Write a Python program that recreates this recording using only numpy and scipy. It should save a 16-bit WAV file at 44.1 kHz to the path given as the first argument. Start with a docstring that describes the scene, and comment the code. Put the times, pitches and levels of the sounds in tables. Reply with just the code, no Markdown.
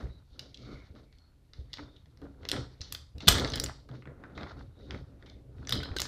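"""Wire stripper at the bench

Close microphone in a small hard room: a spring-loaded wire stripper is worked by hand over a bench.
Jaws, cam and latch click as bursts of micro-impacts ringing the tool; its spring buzzes, loose parts ping.
Wires rub, squeak and slap as friction noise through resonances; the bench thuds and rumbles under pushes.
The tool has a short echo of decaying noise; shaped noise makes a faint steady hiss below."""
import sys
import numpy as np
from scipy import signal
from scipy.fft import rfft, irfft
from scipy.io import wavfile

SR = 44100
rng = np.random.default_rng(int(sys.argv[2]) if len(sys.argv) > 2 else 0)


def file_out(sig):
    """Save sig as 16-bit WAV at sys.argv[1]."""
    # one column per channel
    cols = np.atleast_2d(sig).T
    # limit, then scale
    lim = np.clip(cols, -1, 1)
    pcm = np.round(lim * 32767).astype(np.int16)
    wavfile.write(sys.argv[1], SR, pcm)


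N = 267907


def from_db(db):
    """Decibels become an amplitude gain."""
    return 10 ** (np.asarray(db) / 20)


def rms(x):
    """Root mean square."""
    return np.sqrt(np.mean(x ** 2) + 1e-20)


def rms_one(x):
    """Scaled to rms 1."""
    return x / rms(x)


def at_hz(hz, points, column=1):
    """A table whose first column is frequency, read on a log-frequency axis."""
    points = np.array(points)
    return np.interp(np.log(np.maximum(hz, 1)), np.log(points[:, 0]), points[:, column])


def band(x, low_hz, high_hz, order):
    """Butterworth band-pass."""
    sections = signal.butter(order, [low_hz, high_hz], "band", fs=SR, output="sos")
    return signal.sosfilt(sections, x + 1e-18)


def drift(rate_hz):
    """Slow random wander of rms 1: white noise through two equal low-pass poles."""
    r = np.exp(-2 * np.pi * rate_hz / SR)
    settle = 9000   # samples dropped while the filter settles
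    wander = signal.lfilter([1], [1, -2 * r, r * r], rng.standard_normal(N + settle))
    return rms_one(wander[settle:])


def ring(push, hz, t60):
    """A damped mode: a unit click starts a sine of height 1 that falls 60 dB in t60 seconds."""
    r = from_db(-60 / (t60 * SR))
    w = 2 * np.pi * hz / SR
    return signal.lfilter([0, np.sin(w)], [1, -2 * r * np.cos(w), r * r], push + 1e-18)


def resonate(x, peaks):
    """Parallel resonances with alternating signs; the sum has rms 1."""
    out = 0
    for k, (hz, width_hz, level_db) in enumerate(peaks):
        r = np.exp(-np.pi * width_hz / SR)
        poles = [1, -2 * r * np.cos(2 * np.pi * hz / SR), r * r]
        resonance = signal.lfilter([(1 - r * r) / 2, 0, (r * r - 1) / 2], poles, x)
        out = out + (-1) ** k * from_db(level_db) * resonance
    return rms_one(out)


def friction(grain_share, lumpy_db, lump_rate_hz):
    """Sliding noise: a smooth part plus sparse slips of uneven size, coming in lumps."""
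    slip_size = from_db(3.5 * np.minimum(rng.exponential(1, N), 4))
    slips = (rng.random(N) < 600 / SR) * rng.standard_normal(N) * slip_size   # about 600 slips a second
    share = np.clip(grain_share, 0, 1)
    mix = np.sqrt(1 - share) * rng.standard_normal(N) + np.sqrt(share) * rms_one(slips)
    return mix * from_db(lumpy_db * drift(lump_rate_hz))


def sliding(peaks, low_hz, high_hz, grain_share):
    """Friction noise heard through a few resonances, at rms 1."""
    coloured = resonate(friction(grain_share, 2.6, 25), peaks)
    return rms_one(band(coloured, low_hz, high_hz, order=2))


def dying(rows):
    """Envelope of sudden starts (t/s, level/dB, t60/s) that die away."""
    t = np.arange(N) / SR
    out = 0
    for s, level_db, t60 in rows:
        out = out + from_db(level_db - 60 * np.abs(t - s) / max(t60, .01)) * (t >= s)
    return out


def swells(rows, column, fall_db_per_s):
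    """Envelope of movements that swell at their own pace, hold, and all fade at one rate; powers add."""
    t = np.arange(0, N + 64, 64) / SR   # a coarse grid is enough
    rows = np.array(rows)[:, :, None]
    since = t - rows[:, 0]
    rise_db = 20 * np.minimum(since, 0) / np.maximum(rows[:, 1], .005)
    fall_db = fall_db_per_s * np.maximum(since - np.abs(rows[:, 2]), 0)
    level_db = rows[:, column] + rise_db - fall_db
    envelope = np.sqrt(np.sum(from_db(2 * level_db), axis=0))
    return np.interp(np.arange(N) / SR, t, envelope)


def hiss():
    """Steady room and microphone noise: white noise given a fixed spectrum."""
    # hiss spectrum: f/Hz, relative density level/dB
    hiss_spectrum = [(15, -30.5), (25, 0.5), (82, -1), (200, -17), (277, -16.5), (416, -33), (1020, -32.5),
                     (1330, -38), (2610, -37.5), (3920, -40), (7110, -44), (12900, -45), (16000, -69)]
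    shape = from_db(at_hz(np.arange(N // 2 + 1) * SR / N, hiss_spectrum))
    noise = irfft(rfft(rng.standard_normal(N)) * shape, N)
    return from_db(-62.5) * rms_one(noise)


def room(x):
    """Echo off the hard walls: dense noise that fades in within a millisecond and dies band by band."""
    # room decay: f/Hz, t60/s, relative level/dB
    room_bands = [(150, .5, -1.5), (700, 0.9, 5.5), (1820, 0.12, 8), (4900, 0.4, 3.5), (7000, 0.33, 5),
                  (9250, 0.23, 4), (14700, 0.12, 1.5)]
    t = np.arange(int(.6 * SR)) / SR
    edges = 90 * 2 ** np.arange(0, 7.6, .5)   # half-octave bands from 90 Hz
    echo = 0
    for low, high in zip(edges, edges[1:]):
        hz = np.sqrt(low * high)
        noise = band(rng.standard_normal(len(t)), low, high, order=2)
        fall = from_db(-60 * t / at_hz(hz, room_bands, column=1))
        level = from_db(at_hz(hz, room_bands, column=2))
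        echo = echo + noise * fall / np.sqrt(np.sum(fall ** 2)) * level
    onset = np.clip(t / 0.00081, 0, 1) ** 2
    return signal.fftconvolve(x, echo * onset)[:N]


def thuds():
    """Blows through the bench: a soft onset, then the top swings as a sine that dies away."""
    # thuds: t/s, relative level/dB, f/Hz, t60/s
    thud_rows = [(0.048, -31.5, 67.4, 0.24), (0.099, -28.5, 63.6, 0.13), (0.32, -39, 63.4, 0.14),
                 (0.903, -33, 80, 0.1), (1.207, -48, 72, 0.27), (1.588, -28.5, 66, 0.2),
                 (1.795, -40, 294.4, 0.33), (2.217, -38, 280, 0.29), (2.416, -37.5, 81, 0.21),
                 (2.58, -29, 123.4, 0.28), (2.806, -26.5, 74, 0.089), (2.902, -43, 71.3, 0.53),
                 (3.148, -29, 76, 0.1), (3.271, -15, 169, 0.086), (3.281, -11, 86, 0.11),
                 (3.308, -13, 59.5, 0.12), (3.349, -16.5, 81, 0.16), (3.399, -28.5, 132, 0.78),
                 (3.903, -33, 127, 0.46), (4.075, -35, 137.7, 0.18), (4.936, -38, 99.6, 0.12),
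                 (5.755, -26, 54.6, 0.11), (5.754, -29.5, 330, 0.028), (5.91, -19, 71.6, 0.065),
                 (5.963, -21, 390, 0.022)]
    out = np.zeros(N)
    for s, level_db, hz, t60 in thud_rows:
        start = int(s * SR)
        t = np.arange(min(SR // 2, N - start)) / SR
        decay = from_db(-60 * t / max(t60, .02))
        swing = np.sin(2 * np.pi * hz * t) * decay * (1 - np.exp(-4 * hz * t))
        out[start:start + len(t)] += from_db(level_db - 3.5) * swing
    return out


def bench_top():
    """The hollow knock of the bench top: lumpy friction noise through its resonances, at rms 1."""
    # knock resonances of the top: f/Hz, width/Hz, relative level/dB
    knock_peaks = [(191.4, 140, -1.5), (285, 22, 7), (305, 31, 1.5), (417, 138, -0.5), (538, 120, -2.5),
                   (676, 220, -13.5)]
    return resonate(friction(0.29, 1.6, 30), knock_peaks)


def dull_rubbing():
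    """Dull rubbing on the bench: friction noise in a few middle resonances, at rms 1."""
    # dull rubbing resonances: f/Hz, width/Hz, relative level/dB
    rub_peaks = [(692, 460, -1.5), (1246, 220, 2.5), (1400, 230, 2.5)]
    return sliding(rub_peaks, 500, 1900, 0.49)


def pushes(top):
    """Hands and wires push on the bench: low rumble and the knock of the top swell and fade over a rest level."""
    # pushes: arrival t/s, time to swell by 20 dB/s (at least 5 ms), hold/s, rumble level/dB, knock level/dB
    push_rows = [(0, .03, 0.04, -39.5, -46), (0.4, 0.07, 0.05, -55, -57), (0.585, 0, 0.062, -56, -58.5),
                 (0.68, 0.1, 0.063, -47, -49.5), (0.955, 0.1, 0.028, -52.5, -54),
                 (1.58, 0.04, 0.035, -56, -61), (1.79, -0.3, 0.042, -54, -62),
                 (1.92, 0.65, 0.048, -66.5, -69), (2.07, -2, 0.13, -66.5, -75.5),
                 (2.25, 0.08, 0.0017, -49.5, -52), (2.44, 0.14, 0.03, -59, -52),
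                 (2.535, 0.04, 0.062, -42.5, -46), (2.8, 0, 0.02, -49, -60),
                 (2.925, 0.05, 0.015, -52.5, -59.5), (3.155, -0.02, 0, -45, -52.5),
                 (3.23, -0.35, 0, -60.5, -45), (3.283, -0.0357, 0, -42.5, -30),
                 (3.33, -0.05, 0.11, -38.5, -35), (3.45, -0.14, 0.2, -46, -43.5),
                 (3.6, -0.46, 0.06, -45.5, -54), (3.93, 0.07, 0.025, -57, -50.5),
                 (4.06, -0.5, 0.035, -52.5, -51.5), (4.24, 0.36, 0.12, -57, -56),
                 (4.38, 0.05, 0.081, -50.5, -48), (4.58, 0.16, 0.034, -46, -52.5),
                 (4.77, -0.5, 0.031, -53.5, -57), (4.94, 0.18, 0.028, -45, -47.5),
                 (5.08, -0.5, 0.084, -57, -61.5), (5.25, 0.07, 0.16, -54, -59.5),
                 (5.6, 0.3, 0.06, -48.5, -57.5), (5.735, 0.05, 0.055, -37, -41.5), (5.85, -2, 0, -66, -46),
                 (5.965, 0.5, 0.0033, -43.5, -49.5), (6.01, -1.1, 0.0036, -66, -47)]
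    # rumble resonances: f/Hz, width/Hz, relative level/dB
    rumble_peaks = [(48, 21.7, -1.5), (69, 26, 1.5), (127, 25, -2)]
    rumble_level = from_db(-64.5) + swells(push_rows, column=3, fall_db_per_s=112)
    knock_level = from_db(-78.5) + swells(push_rows, column=4, fall_db_per_s=191)
    rumble = resonate(friction(0.092, 1.6, 3.1), rumble_peaks)
    return rumble_level * rumble + knock_level * top


def slaps(top, rubbing):
    """A wire slaps the bench top: knock and rubbing noise start at once and die away together."""
    # wire slaps: t/s, relative level/dB, t60/s
    slap_rows = [(1.784, -31, 0.33), (2.217, -32.5, 0.26), (2.529, -22, 0.35), (3.23, -38, 0.21),
                 (3.889, -32, 0.19), (4.234, -40, 0.19), (4.942, -32.5, 0.08)]
    return from_db(-18.5) * dying(slap_rows) * (top + from_db(-3.5) * rubbing)


def strokes(rubbing):
    """Wires and fingers slide: dull rubbing, thin rubbing and bright rustle swell and fade with each stroke."""
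    # strokes: arrival t/s, time to swell by 20 dB/s (at least 5 ms), hold/s,
    # dull rubbing level/dB, thin rubbing level/dB, bright rustle level/dB
    stroke_rows = [(0, .05, 0.007, -53, -60, -58.5), (0.1, 5, 0.089, -76, -82, -79),
                   (0.43, 0.19, 0.035, -66, -86, -63.5), (0.59, -0.06, 0.16, -102, -88, -60.5),
                   (0.65, 0, 0.15, -71, -89, -79), (0.8, 0.5, 0.078, -71.5, -72.5, -68.5),
                   (0.96, -1.37, 0.03, -64.5, -72.5, -68), (1.13, -1.5, 0.023, -90, -75, -79),
                   (1.25, 0.2, .04, -77, -89, -83), (1.54, -0.2, 0.034, -75, -79, -67),
                   (1.785, 0.1, 0.016, -67, -62.5, -59), (1.9, 1.5, 0.12, -80.5, -86, -79.5),
                   (2.25, 0.5, 0.051, -76, -91, -78.5), (2.43, 0.1, 0.029, -62.5, -80, -72),
                   (2.54, -0.21, 0.057, -60, -59, -53.5), (2.66, 0.35, 0.083, -75, -79, -71.5),
                   (2.83, -0.52, 0.042, -68, -77.5, -56.5), (2.97, 0.4, 0.046, -89, -72, -65),
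                   (3.205, -0.23, 0.026, -58, -64, -51.5), (3.3, -0.2153, 0.093, -41, -41.5, -40.5),
                   (3.42, 0.06, 0.084, -44.5, -70, -50), (3.55, -0.3, 0.15, -53.5, -62, -64.5),
                   (3.75, 0.1, 0.036, -85.5, -77.5, -68), (3.893, 0, 0.1, -69.5, -80, -71.5),
                   (4.06, 0, 0.062, -62.5, -75, -86), (4.24, 0.17, 0.072, -61, -73, -81),
                   (4.355, -0.46, 0.071, -56.5, -74, -66), (4.41, 0.1, 0.1, -52, -64.5, -66.5),
                   (4.57, -1.56, 0.041, -63.5, -77, -69), (4.755, 0.24, 0.019, -73, -86.5, -84.5),
                   (4.79, 0, 0.1, -74, -79.5, -69), (4.92, 0.05, 0.04, -56, -65, -61),
                   (5.06, 0.2, 0.045, -72, -87.5, -85), (5.23, 0.16, 0.11, -71, -77, -80),
                   (5.262, -1.9, 0.032, -75, -73, -67), (5.63, 0.18, .02, -64.5, -87, -74),
                   (5.74, -0.21, 0.076, -55, -57, -70), (5.86, -0.3, 0.14, -57.5, -82, -65),
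                   (6.03, -0.02, 0.046, -64, -57.5, -53)]
    # thin rubbing resonances: f/Hz, width/Hz, relative level/dB
    thin_peaks = [(2385, 2200, 7), (2323, 100, -5.5)]
    # bright rustle resonances: f/Hz, width/Hz, relative level/dB
    rustle_peaks = [(2980, 420, -3.5), (3300, 590, -1.5), (3730, 390, 1.5), (4370, 410, 0.5),
                    (5200, 1700, -8.5), (7000, 840, -15)]
    dull_level = swells(stroke_rows, column=3, fall_db_per_s=220)
    thin_level = swells(stroke_rows, column=4, fall_db_per_s=220)
    rustle_level = swells(stroke_rows, column=5, fall_db_per_s=202)
    thin = sliding(thin_peaks, 1600, 2200, 0.27)
    rustle = sliding(rustle_peaks, 2600, 6300, 0.051)
    return dull_level * rubbing + thin_level * thin + rustle_level * rustle


def handling():
    """Hands and wires on the bench: pushes, slaps and strokes share the noise of the top and the rubbing."""
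    top = bench_top()
    rubbing = dull_rubbing()
    return pushes(top) + slaps(top, rubbing) + strokes(rubbing)


def squeaks():
    """Faint narrow squeaks as something drags: smooth noise twice through one narrow resonance."""
    # squeaks: arrival t/s, time to swell by 20 dB/s (at least 5 ms), hold/s, level/dB, f/Hz, width of each pass/Hz
    squeak_rows = [(0.1, 0, 0.059, -70, 3910, 210), (0.69, 0.22, 0.12, -65, 2180, 280),
                   (0.69, 0.1, 0.063, -61, 1280, 350), (1.13, 0.3, .04, -79, 2240, 210),
                   (1.192, 0.1, 0.087, -75, 4320, 210), (1.86, -1.16, 0.12, -72, 3650, 208),
                   (4.353, 0, 0.075, -60, 3700, 602), (4.791, 0.1, 0.14, -70.5, 3800, 299),
                   (5.262, -0.17, 0.027, -66.5, 2207, 219.7), (5.262, -0.4, 0.065, -69, 3570, 250)]
    out = 0
    for row in squeak_rows:
        peak = [(row[4], row[5], 0)]
        tone = resonate(resonate(rng.standard_normal(N), peak), peak)
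        out = out + swells([row], column=3, fall_db_per_s=254) * tone
    return out


def pings():
    """Small loose parts ping as the jaws fall back: each is one short ring."""
    # pings: t/s, level/dB, f/Hz, t60/ms
    ping_rows = [(5.966, -41, 6400, 47), (5.965, -45, 8200, 40), (0.635, -57, 1250, 35),
                 (0.96, -57, 1280, 34), (3.4755, -39.5, 6200, 16), (3.5, -42, 9200, 7.7),
                 (3.502, -34.5, 6190, 21), (3.557, -30, 9800, 5.5), (3.599, -16.5, 5500, 7.6),
                 (3.599, -22, 9500, 5.7), (3.642, -21, 7100, 9.3), (5.966, -30, 1554, 40),
                 (5.831, -38, 1505, 55)]
    out = np.zeros(N)
    for s, level_db, hz, t60_ms in ping_rows:
        blow = from_db(level_db) * (np.arange(N) == int(s * SR))
        out += ring(blow, hz, max(t60_ms, 3) / 1000)
    return out


def spring():
    """Jolted coils chatter on each other: rough noise twice through resonances, and a bright sizzle above."""
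    # jolts of the return spring: t/s, buzz level/dB, t60/s, sizzle level before its band-pass/dB
    jolt_rows = [(3.287, -46, 0.45, -35.5), (3.535, -32, 0.05, -50), (5.725, -35.5, 0.35, -53),
                 (5.832, -52, 0.3, -79), (5.965, -36.5, 0.033, -42.5)]
    # spring resonances: f/Hz, width of each pass/Hz, relative level of each pass/dB
    spring_peaks = [(3050, 190, 0), (3320, 200, -1.5), (3620, 220, -2.5), (4090, 260, 0.5),
                    (4550, 260, -2.5), (5070, 190, -0.5)]
    s, buzz_db, t60, sizzle_db = np.transpose(jolt_rows)
    jolted = dying(zip(s, buzz_db, t60))
    chatter = jolted * friction(0.41, 2.0, 40)
    buzz = resonate(resonate(chatter, spring_peaks), spring_peaks) * rms(jolted)
    sizzle = dying(zip(s, sizzle_db, t60)) * friction(0.33, 1.5, 40)
    return buzz + band(sizzle, 5500, 9200, order=2)


def clicks():
    """Each contact is a brief rattle of micro-impacts: it strikes the modes unevenly and cracks in the treble."""
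    # metal and plastic contacts: t/s, relative level/dB, brightest f/Hz, low part re level/dB,
    # treble re level/dB, contact length/ms (limited to 0.2-8 below)
    click_rows = [(0.393, -22, 4340, -14, -21, 3), (0.544, -32.5, 4150, -43.5, -25, 5.9),
                  (0.573, -37, 4020, -41, -27, 3), (0.952, -52.5, 4030, 0, -25.5, 1.4),
                  (1.126, -48, 3870, -3, -27.5, 0.98), (1.185, -45.5, 4340, -21.5, -22, 0.9),
                  (1.5341, -35, 4140, -9, -35, 1.8), (1.7312, -25.5, 4100, -22, -27.5, 2.2),
                  (1.738, -26, 4130, -12, -19, 3.2), (1.7714, -32, 3600, -6.5, -40, 1.6),
                  (1.784, -46, 3300, 12, -43, 1.6), (1.964, -46.5, 3500, -32, -26, 6.6),
                  (2.0575, -53, 4170, 0, -21, 1.8), (2.173, -51, 4800, -3, 15, 1.6),
                  (2.2168, -49.5, 3850, -9, -34, 2.7), (2.432, -52, 3420, 13.5, -20, 1.1),
                  (2.452, -30, 3600, -1, -20, 1.4), (2.488, -16, 4650, -17, -16.5, 2.5),
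                  (2.4968, -21, 3960, -11.5, -17, 1.1), (2.5156, -6.5, 4160, -11, -21.5, 0.15),
                  (2.5294, -31.5, 3430, 7.5, -27, 3.8), (2.54, -39, 3500, 10, -30, 2.2),
                  (2.5637, -26.5, 3580, -2, -29, 1.7), (2.808, -31, 4030, -17, -33, 3.4),
                  (2.814, -24, 4900, -15, -33, 8), (2.923, -23.5, 3430, -8, -19, 2.4),
                  (2.9245, -22, 5800, -41, -1, 0.18), (2.9482, -21, 3600, -11, -17.5, 2.5),
                  (3.182, -37.5, 3730, -19, 1, 1.5), (3.205, -32.5, 3420, -23, -24, 4),
                  (3.223, -35, 3900, -20, -40, 1.2), (3.273, -12.5, 3500, -11, -19, 10),
                  (3.2801, -2, 3480, -3.5, -13, 3.2), (3.2836, -2, 3400, -11, -7.5, 2.7),
                  (3.2863, 1.5, 4900, -8, -8.5, 0.8), (3.288, -11, 5000, -24, 0, 4.9),
                  (3.323, -23, 3150, -24, 2, 1.7), (3.3538, -21, 3550, 2.5, -15, 1),
                  (3.3831, -22, 3650, 0, -12, 1.1), (3.397, -19.5, 3920, -18, -22, 0.75),
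                  (3.4465, -21.5, 4200, 2, -36, 3), (3.475, -26.5, 3530, -3, -24, 4.9),
                  (3.501, -34, 3670, -11, -24, 2.7), (3.52, -25, 4360, -7, -19, 1.5),
                  (3.535, -22.5, 4170, -2, -36, 7.7), (3.5565, -20.5, 4470, -8, -13.5, 6.7),
                  (3.574, -24, 3680, -2, -22, 1.7), (3.581, -29, 3700, 1, -23, 1.7),
                  (3.599, -12, 5500, -23, -16, 1.7), (3.6381, -24, 3500, -6, 3.5, 2.2),
                  (3.661, -18.5, 4520, -12, -41, 0.89), (3.6857, -42, 3326, 12.5, -10.5, 1.8),
                  (3.705, -48.5, 3400, 10.5, -20.5, 2.6), (3.8903, -48.5, 3610, 3, -26.5, 1.26),
                  (3.913, -48, 3560, -0.5, -27, 1.5), (3.953, -52.5, 3700, 13, -25.5, 1.55),
                  (4.023, -49.5, 2940, 8, -20.5, 1.5), (4.0556, -49.5, 3360, 13, -26.5, 1.16),
                  (4.0734, -51.5, 3150, 15, -24.5, 0.67), (4.238, -42.5, 3550, 12, -30, 0.87),
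                  (4.3767, -36.5, 3640, 12, -35, 2.7), (4.4102, -40, 3700, 5, -34.5, 1.4),
                  (4.4315, -37.5, 3590, 7.5, -32, 2.1), (4.4706, -46, 3560, 7.5, -33, 1.1),
                  (4.4965, -48.5, 3660, 11, -26, 1.2), (4.592, -46.5, 3790, -7, -30, 4.2),
                  (4.9078, -27.5, 3600, -2.5, -40, 1.48), (4.945, -46, 3296, 16, -33.5, 2.36),
                  (5.225, -50, 3620, 8, -25, 1.3), (5.261, -40.5, 3450, -8.5, -18, 7.5),
                  (5.2984, -37.5, 3600, -18, -23, 2.2), (5.583, -56, 3260, 7, -29, 2.3),
                  (5.6503, -42.5, 3400, -4, -29, 1.8), (5.6719, -25, 5860, -7, -29, 2.5),
                  (5.686, -31.5, 4200, -10.5, -24.5, 2.7), (5.693, -20, 3830, -7.5, -11, 3.1),
                  (5.707, -21.5, 4900, -9, -32, 4.6), (5.7233, -11.5, 4000, -11.5, -16, 4.5),
                  (5.754, -25, 4100, -7, -14, 1.7), (5.804, -37, 3570, 5, -26, 0.99),
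                  (5.8322, -25.5, 3660, -9, -14.5, 6.2), (5.857, -44.5, 3540, 12, -25, 1.2),
                  (5.916, -47, 3630, 12, -32, 1.6), (5.9644, -22.5, 4280, -13.5, -16, 9),
                  (5.985, -19, 3970, -22, -17.5, 2.8), (5.9967, -23, 4160, -0.5, -20, 1.1),
                  (6.0016, -15, 5000, -10, -12.5, 2.2), (6.0177, -13.5, 5100, -8.5, -11, 1),
                  (6.0534, -26.5, 4940, -1.5, -19, 4)]
    # modes of the tool, damped by the hand: f/Hz, relative level/dB
    tool_modes = [(506, -2.5), (760, -16.5), (1200, -5.5), (1420, -4.5), (1700, -2), (1980, -1),
                  (2170, -3.5), (2520, -11.5), (2750, -10.5), (3050, -3), (3280, -1), (3520, 6), (3800, 0),
                  (4100, 0.5), (4400, -4.5), (4700, 2), (5050, 1.5), (5400, -2), (5800, 2.5)]
    mode_t60_s = .008
    evenness = .75   # 0 = modes are struck by pure chance, 1 = always alike
    s, peak_db, bright_hz, low_db, treble_db, length_ms = np.transpose(click_rows)
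    t = np.arange(900) / SR
    phase = t / (np.clip(length_ms, .2, 8)[:, None] / 1000)
    shape = (1 - np.exp(-t / 0.0005)) * np.exp(-2 * phase)
    shape /= np.sqrt(np.sum(shape ** 2, axis=1, keepdims=True))
    starts = (s * SR).astype(int)[:, None]
    at = np.minimum(starts + np.arange(len(t)), N - 1).ravel()

    def rattle(level_db, hz=0):
        """One train of all contacts, fresh noise under each; a mode at hz gets nearly the same share from all."""
        noise = rng.standard_normal(shape.shape)
        sharp_blow = 0.45 * np.sign(noise[:, :1]) * (t == t[4])   # one sharp blow near the start
        bursts = noise * shape + sharp_blow
        # luck: how strongly chance made this burst strike the mode
        luck = np.abs(bursts @ np.exp(2j * np.pi * hz * t)) if hz else 1
        gain = from_db(level_db - 3.5) / np.maximum(luck, .4) ** evenness
        bursts *= gain[:, None]
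        return np.bincount(at, bursts.ravel(), N)

    low, mid = np.zeros((2, N))
    for hz, level_db in tool_modes:
        if hz < 2700:
            struck_db = peak_db + low_db + level_db - 4.0
            low += ring(rattle(struck_db, hz), hz, mode_t60_s)
        else:   # modes near the brightest pitch of the contact are struck hardest
            octaves_off = np.abs(np.log2(hz / bright_hz))
            struck_db = peak_db + level_db - 6.5 - 23.0 * octaves_off
            mid += ring(rattle(struck_db, hz), hz, mode_t60_s)
    crack_db = peak_db + 1.0 * np.minimum(peak_db + 20.0, 0)   # soft contacts are duller
    crack = band(rattle(crack_db + treble_db + 20.0), 5000, 8800, order=3)
    crack += band(rattle(crack_db + treble_db + 16.5), 9700, 18000, order=3)
    crack += band(rattle(crack_db + 1.5), 1800, 5100, order=3)
    return band(low, 350, 2700, order=2) + band(mid, 2400, 8000, order=3) + crack


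def scene():
    """Hiss, bench and wires under the tool, with the room's echo of its clicks and spring."""
    tool = clicks() + spring()
    echo = from_db(-11.5) * room(tool)
    bench = thuds() + handling() + squeaks()
    return (hiss() + bench + pings() + tool + echo)[None]


def record(dry):
    """The microphone chain rounds the highest peaks, then a steep low-pass removes what lies above 16.5 kHz."""
    top = 1.0   # level the rounded peaks cannot pass
    cutoff_hz = 16500   # 70 dB down from here up
    low_pass = signal.cheby2(12, 70, cutoff_hz, fs=SR, output="sos")
    return signal.sosfilt(low_pass, top * np.tanh(dry / top))


dry = scene()
out = record(dry)
file_out(out)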